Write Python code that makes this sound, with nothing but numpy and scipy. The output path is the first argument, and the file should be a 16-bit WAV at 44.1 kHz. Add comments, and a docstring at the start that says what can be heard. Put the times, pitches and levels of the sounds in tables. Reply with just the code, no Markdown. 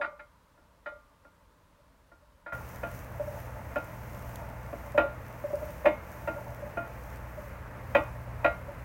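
"""Weight sled dragged across a lawn

Outdoors, one microphone, mono. Someone crawling in a harness drags a steel sled in jerks: grass hisses under
it, and its weight plates rock with soft knocks and clash against each other and the post. Behind it the
background is faint at first, then opens up abruptly, with a rumble and a mains hum."""
import sys
import numpy as np
from scipy import signal
from scipy.fft import rfft, irfft, next_fast_len
from scipy.io import wavfile

SR = 44100
rng = np.random.default_rng(int(sys.argv[2]) if len(sys.argv) > 2 else 0)


def wav_out(sig):
    """Save sig, one row per channel (or a flat mono array), as 16-bit PCM at SR to the path in sys.argv[1]."""
    wavfile.write(sys.argv[1], SR, np.round(np.clip(np.atleast_2d(sig).T, -1, 1) * 32767).astype(np.int16))


N = 389844
RING_SIZE = SR * 2 // 5  # samples in one struck sound
TIME = np.arange(N) / SR
AGE = TIME[:RING_SIZE]  # seconds since a strike
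OPENS_S, CUTOFF_HZ = 2.523, 15900


def from_db(db):
    """Decibels to gain."""
    return 10 ** (np.asarray(db) / 20)


def rms_one(x, size=None):
    """Scale so that the first size samples (or all) have rms 1."""
    return x / np.sqrt(np.mean(x[:size] ** 2) + 1e-20)


def add(out, start_s, sound):
    """Mix a sound in at start_s."""
    at = max(round(start_s * SR), 0)
    out[at:at + len(sound)] += sound[:N - at]


def band(x, low_hz, high_hz):
    """Causal band-pass."""
    return signal.sosfilt(signal.butter(3, [low_hz, high_hz], "band", fs=SR, output="sos"), x)


def coloured(spectrum, size=N):
    """Noise of rms 1 shaped by rows of freq_hz, density_db."""
    hz, db = np.transpose(spectrum)
    padded = next_fast_len(size)
    bins = np.maximum(np.fft.rfftfreq(padded, 1 / SR), 1)
    gain = from_db(np.interp(np.log(bins), np.log(hz), db)) * np.minimum(bins / hz[0], 1)
    return rms_one(irfft(rfft(rng.standard_normal(padded)) * gain, padded)[:size])


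def drift(rate_hz):
    """Smooth random wander of rms 1."""
    step = 40  # samples between points
    pole = np.exp(-2 * np.pi * rate_hz * step / SR)
    slow = signal.lfilter([1], [1, -2 * pole, pole * pole], rng.standard_normal(N // step + 2002))[2000:]
    return np.interp(np.arange(N) / step, np.arange(len(slow)), rms_one(slow))


def ring(force, hz, t60_s):
    """One mode: a unit click starts a dying sine of height about 1."""
    radius, angle = np.exp(-np.log(1000) / (t60_s * SR)), 2 * np.pi * hz / SR
    return signal.lfilter([0, np.sin(angle)], [1, -2 * radius * np.cos(angle), radius ** 2], force + 1e-18)


# The faint background before it opens up: freq_hz, density_db
FAINT_AIR_SPECTRUM = [(15, -67), (25, -9), (53, 3), (92, -5), (127, -10), (175, -8), (206, -15),
                      (285, -11.5), (344, -21), (575, -11.5), (734, -28), (936, -11.5), (2350, -27),
                      (6740, -35), (16000, -38.5)]

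def faint_air():
    """The low, even noise at the microphone before the background opens up."""
    return from_db(-62.04) * coloured(FAINT_AIR_SPECTRUM)


# The fuller air all around: freq_hz, density_db
OPEN_AIR_SPECTRUM = [(100, -17.5), (170, 4.5), (260, -1.5), (390, -7.5), (520, 1.5), (750, -6), (1000, -3),
                     (2000, -9), (2600, -16.5), (3300, -28.5), (8000, -42)]
# Rumble in the background: freq_hz, density_db
RUMBLE_SPECTRUM = [(20, -20), (40, 2.5), (70, 8), (95, 7), (150, -4), (300, -39.5)]
# Slow swell shared by rumble and hum: time_s, level_db
SWELL = [(2.7, -46.5), (3.09, -45), (3.25, -44.5), (4.1, -46.5), (4.87, -45.5), (6.2, -47), (6.33, -48.5),
         (8.44, -43), (8.84, -44.5)]
# Mains hum: pitch_hz, level_db (against the swell)
HUM_PARTIALS = [(60, -5), (120, -3.5)]

def open_air():
    """Wide outdoor noise over a rumble and a wavering mains hum."""
    swell_db = np.interp(TIME, *np.transpose(SWELL))
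    rumble = from_db(swell_db - 1.66) * coloured(RUMBLE_SPECTRUM)
    hum = np.zeros(N)
    for hz, db in HUM_PARTIALS:
        height = np.sqrt(2) * from_db(swell_db + db + 2.0 * drift(1.6))
        hum += height * np.sin(2 * np.pi * hz * TIME + 0.64 * drift(0.42))
    air = from_db(-47.84 + 0.55 * drift(12.7)) * coloured(OPEN_AIR_SPECTRUM)
    return rumble + hum + air


# Stems breaking at ground level: start_s, level_db
STEM_SNAPS = [(4.133, -56), (4.193, -55), (4.358, -42), (4.9207, -54), (5.556, -49.5), (7.159, -56)]

def stem_snaps(decay_s, low_hz):
    """Now and then a stem snaps with a tiny bright tick."""
    out = np.zeros(N)
    for start_s, db in STEM_SNAPS:
        tick = band(rng.standard_normal(RING_SIZE) * np.exp(-AGE / decay_s), low_hz, CUTOFF_HZ)
        add(out, start_s, from_db(db) * rms_one(tick, size=SR // 500))
    return out


def clash_sizzle(relative_db, decay_s):
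    """Each of the CLASHES below adds a brief burst of bright hiss; returns its gain."""
    out = np.zeros(N)
    for start_s, blow_db, *_ in CLASHES:
        add(out, start_s, from_db(blow_db + relative_db) * np.exp(-AGE / decay_s))
    return out


# The sled's speed, surging with each stride, as a relative hiss level: time_s, level_db
SLED_SPEED = [(2.55, -62), (2.74, -59), (2.86, -63.5), (2.96, -57), (3.1, -65.5), (3.4, -59), (3.51, -65),
              (4.37, -60), (4.49, -67), (4.86, -62.5), (5.09, -69), (5.69, -59.5), (5.99, -67.5),
              (6.12, -61), (6.83, -67), (7.14, -61.5), (7.19, -67.5), (7.45, -63.5), (7.7, -73.5),
              (7.94, -64), (8.37, -73), (8.4, -69)]
# Grass under the sled: freq_hz, density_db
GRASS_SPECTRUM = [(2500, -1), (4000, -11.5), (6200, -2), (7800, -8), (9200, -5.5), (10400, -10),
                  (11500, -2), (15000, -2), (16000, 2)]

def grass_hiss(speed_db, grain_db, crackles_per_s, crackle_db):
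    """Countless blades brush the steel in a grainy hiss, crackling as single blades flick free."""
    flicks = (rng.random(N) < crackles_per_s / SR) * rng.random(N)
    crackle = signal.lfilter([1], [1, -np.exp(-1 / (0.00053 * SR))], flicks + 1e-18)
    hiss = coloured(GRASS_SPECTRUM) * (from_db(grain_db * drift(220)) + from_db(crackle_db) * crackle)
    # the same noise also serves as the clashes' own treble
    gain = from_db(speed_db + 6) + clash_sizzle(relative_db=-19.5, decay_s=0.012)
    return gain * rms_one(hiss)


# Strong modes of the loaded sled, also rung by the clashes: pitch_hz, relative_db, t60_s
SLED_MODES = [ (295.6, 8.5, 0.17), (320.7, 8, 0.2), (385, -16, 0.12), (573.7, -5, 0.17),
              (593.1, 4.5, 0.098), (657.7, -2.5, 0.1), (678.8, -3, 0.23), (816, -2, 0.064),
              (874.4, -1.5, 0.21), (935, 3, 0.052), (1093, -2.5, 0.11), (1167, -18, 0.41), (1447, -7, 0.17),
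              (1404, 6.5, 0.32), (1672, 1, 0.03), (1720, 2, 0.051), (1733, -2, 0.13), (1869, 2.5, 0.094),
              (1922, -6, 0.27), (2125, -11.5, 0.4), (2492, 0.5, 0.14), (2490, -3, 0.11), (2700, -3, 0.11),
              (2960, -10.5, 0.17), (3150, -15, 0.14), (3540, 8.5, 0.29), (3640, -7, 0.26), (3900, 3, 0.32),
              (4380, -10.5, 0.28)]

def sled_rattle(bumps_per_s, spread_db):
    """Bumps in the lawn keep nudging the low modes of the sled; rms 1."""
    bumps = rng.random(N) < bumps_per_s / SR
    strength = from_db(spread_db * np.clip(rng.standard_normal(N), -2, 2))
    force = band(bumps * strength, 480, 970)
    return rms_one(sum((-1) ** k * from_db(db) * ring(force, hz, t60_s)
                       for k, (hz, db, t60_s) in enumerate(SLED_MODES) if hz < 1500))


def rebounds(tips, count, loss_db, gap_ratio):
    """Every tip of the stack knocks a few times, ever sooner and softer: rows of start_s, level_db."""
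    return [(start_s + gap_s * sum(gap_ratio ** j for j in range(k)), db - loss_db * k)
            for start_s, db, gap_s in tips for k in range(count)]


# The stack of plates tips and rocks back: start_s, level_db, first_rebound_s
STACK_TIPS = [(0.0, -36, 0.073), (0.205, -55, .015), (0.864, -41.5, .053), (1.79, -66.5, .05),
              (2.22, -64, .05), (3.197, -30.5, 0.077), (4.946, -29.5, 0.052), (5.036, -30, .02),
              (5.44, -31.5, 0.061), (5.531, -28, 0.089), (5.846, -27, 0.011), (5.862, -25, .035),
              (6.36, -39.5, .048), (6.623, -39, 0.039), (7.374, -41.5, .051), (7.974, -30.5, 0.034),
              (8.68, -39, .03)]

def plate_knocks(pitch_hz, scatter_hz, split_hz, t60_s, thud_db):
    """A soft push wakes only a close pair of low plate modes, which swell and beat over a dull thud."""
    out, head = np.zeros(N), SR // 40
    for start_s, db in rebounds(STACK_TIPS, count=3, loss_db=7.5, gap_ratio=0.7):
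        hz = pitch_hz + scatter_hz * rng.standard_normal()
        pair = np.sin(2 * np.pi * (hz + split_hz) * AGE) - 0.71 * np.sin(2 * np.pi * (hz - split_hz) * AGE)
        tone = rms_one(pair * from_db(-60 * AGE / t60_s), head)
        thud = band(rng.standard_normal(RING_SIZE), 140, 870) * np.exp(-AGE / 0.018)
        add(out, start_s, from_db(db) * (tone + from_db(thud_db) * rms_one(thud, head)))
    return out


# Plates left hanging free: start_s, pitch_hz, peak_db, t60_s
FREE_PLATES = [(.015, 1186, -39.5, 0.49), (.86, 1192, -54.5, 0.92), (5.858, 2160, -39, 0.48),
               (6.275, 2130, -52, .45), (6.772, 2480, -47.5, .35), (7.95, 2480, -38, 0.34),
               (8.445, 2135, -39, 0.41)]

def after_rings():
    """A plate that does not settle back at once sings on in one mode after the clash."""
    out = np.zeros(N)
    fade_out = np.minimum((AGE[-1] - AGE) / 0.054, 1)
    for start_s, hz, db, t60_s in FREE_PLATES:
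        add(out, start_s, from_db(db - 60 * AGE / t60_s) * np.sin(2 * np.pi * hz * AGE) * fade_out)
    return out


def contact_force(chatter_s, chatter_db):
    """Steel meets steel: a first touch, then a dying chatter of tiny rebounds."""
    chatter = rng.standard_normal(RING_SIZE) * (rng.random(RING_SIZE) < 2500 / SR)
    chatter *= np.exp(-AGE / chatter_s)
    force = from_db(chatter_db) * chatter / np.sqrt(np.sum(chatter ** 2) + 1e-20)
    force[0] += 1
    return force


# Borders of seven registers (thud, knock, clang, ring, clash, edge, sheen): freq_hz
REGISTER_EDGES = [200, 480, 750, 1300, 1500, 2250, 3200, 9500]
# Weight of each register in a blow: level_db, early_db (added before the background opens up)
REGISTER_LEVELS = [(-1, -5), (11.5, -6.5), (2, 1), (6, 5.5), (-1.0, 4), (-3, -5), (-16.5, 2.5)]
# The crowd of weak, close modes between the strong ones: freq_hz, density_db
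CROWD_SPECTRUM = [(200, -1), (310, 1.5), (420, -11.5), (600, 10), (760, -4.5), (900, 2.5), (1400, -6),
                  (2000, -16.5), (2500, -8), (3000, -16), (3300, -30), (4000, -28), (4300, -48),
                  (4700, -31.5), (5200, -45), (9500, -57)]
# That crowd in each register: level_db (against the strong modes), t60_s
CROWD_BY_REGISTER = [(-1.5, 0.15), (-4, 0.16), (-4.5, 0.27), (-14, 0.3), (-6, 0.13), (0.5, 0.15), (9, 0.13)]
# Thin zing from a plate's rim: pitch_hz, relative_db, t60_s
RIM_MODES = [(8595, -17, .3), (8900, -16, .33)]
# Blows in the foreground: start_s, blow_db, hardness_db_per_octave, main_ring_db, t60_factor # Where a blow
# lands sets the main ring; plates pressed together choke each other and shorten the t60. # The row at 2.521 s
# is no new blow: the 2.461 s clash sounds on as the background opens up.
CLASHES = [(0.012, -44.5, 2.5, -3.5, 0.79), (0.043, -52.5, 2.5, 5, 0.43), (0.193, -60.5, 3, -4.5, 0.51),
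           (0.574, -76.5, -6, 1, .8), (0.859, -53.5, 3, -2, 0.96), (1.247, -70, -3.5, 1, 0.57),
           (2.115, -69, -4.5, 1, 0.64), (2.461, -54.5, 0, -1.5, 1.6), (2.521, -51.5, 0, 1.5, 0.64),
           (2.831, -48, -0.5, 2, .63), (3.757, -43.5, -1, 3, 0.86), (4.727, -53.5, -4, -7, 0.39),
           (4.976, -33, 0, -0.6, 1), (5.855, -32, 0, -14.5, 0.81), (6.273, -44, -1, 1, 0.9),
           (6.77, -48, -3, 7.5, 0.85), (7.948, -31, 1.4, -10.5, 0.72), (8.444, -33.5, 1.5, -1, 0.73)]

def plate_clashes(pivot_hz, main_ring_hz, crowd_rise_s, swell_cycles, yard_db, yard_t60_s, vary_db):
    """Plates hit each other and the post, ringing strong and weak modes; a harder blow is brighter."""
    out, head = np.zeros(N), SR // 25
    hz, db, t60_s = np.transpose(SLED_MODES + RIM_MODES)
    registers = list(zip(REGISTER_EDGES, REGISTER_EDGES[1:], REGISTER_LEVELS, CROWD_BY_REGISTER))
    for start_s, blow_db, hardness, ring_db, t60_factor in CLASHES:
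        force = contact_force(chatter_s=0.0055, chatter_db=-4.5)
        strength = from_db(db + vary_db * rng.standard_normal(len(hz)))
        # the weak modes build up as waves cross the steel
        crowd = coloured(CROWD_SPECTRUM, size=RING_SIZE) * (1 - np.exp(-AGE / crowd_rise_s))
        for low, high, (weight_db, early_db), (crowd_db, crowd_t60_s) in registers:
            level_db = blow_db + weight_db + hardness * np.log2(low / pivot_hz)
            level_db += ring_db * (low <= main_ring_hz < high) + early_db * (start_s < OPENS_S)
            inside = np.flatnonzero((low <= hz) & (hz < high))
            modes = sum(strength[k] * ring(force, hz[k], t60_factor * t60_s[k]) for k in inside)
            # the heavy stack takes a few cycles to get moving
            swell = 1 - np.exp(-AGE * low / swell_cycles)
            strong = rms_one(band(modes * swell, low / 1.075, high), head)
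            # the crowd dies fast, then the yard scatters a faint tail back to the microphone
            fade = from_db(-60 * AGE / crowd_t60_s) + from_db(yard_db - 60 * AGE / yard_t60_s)
            weak = from_db(crowd_db) * rms_one(band(crowd * fade, low, high), head)
            add(out, start_s, from_db(level_db) * rms_one(strong + weak, head))
    return out


def scene():
    """Plates in front, lawn and air behind; the sled's speed drives the hiss and, slightly, the rattle."""
    speed_db = np.interp(TIME, *np.transpose(SLED_SPEED))
    hiss = grass_hiss(speed_db, grain_db=0.5, crackles_per_s=20, crackle_db=13.5)
    rattle = sled_rattle(bumps_per_s=130, spread_db=4.0)
    uneven_ground_db = 3 * drift(1.0)
    rattle_db = -53.5 + 0.05 * (speed_db - speed_db.mean()) + uneven_ground_db
    full = open_air() + hiss + from_db(rattle_db) * rattle
    faint = faint_air() + from_db(-74.5) * rattle
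    opened = np.clip((TIME - OPENS_S) / 0.0084, 0, 1)
    clashes = plate_clashes(pivot_hz=750, main_ring_hz=1400, crowd_rise_s=0.0025, swell_cycles=2.2,
                            yard_db=-24, yard_t60_s=0.54, vary_db=5.0)
    knocks = plate_knocks(pitch_hz=580.2, scatter_hz=7.5, split_hz=15.7, t60_s=0.17, thud_db=-14.5)
    snaps = stem_snaps(decay_s=0.00096, low_hz=2800)
    return (1 - opened) * faint + opened * full + snaps + knocks + after_rings() + clashes


def record(dry):
    """The microphone signal, with the highest treble cut steeply."""
    return signal.sosfilt(signal.ellip(12, .1, 80, CUTOFF_HZ, fs=SR, output="sos"), dry)


dry = scene()
out = record(dry)
wav_out(out)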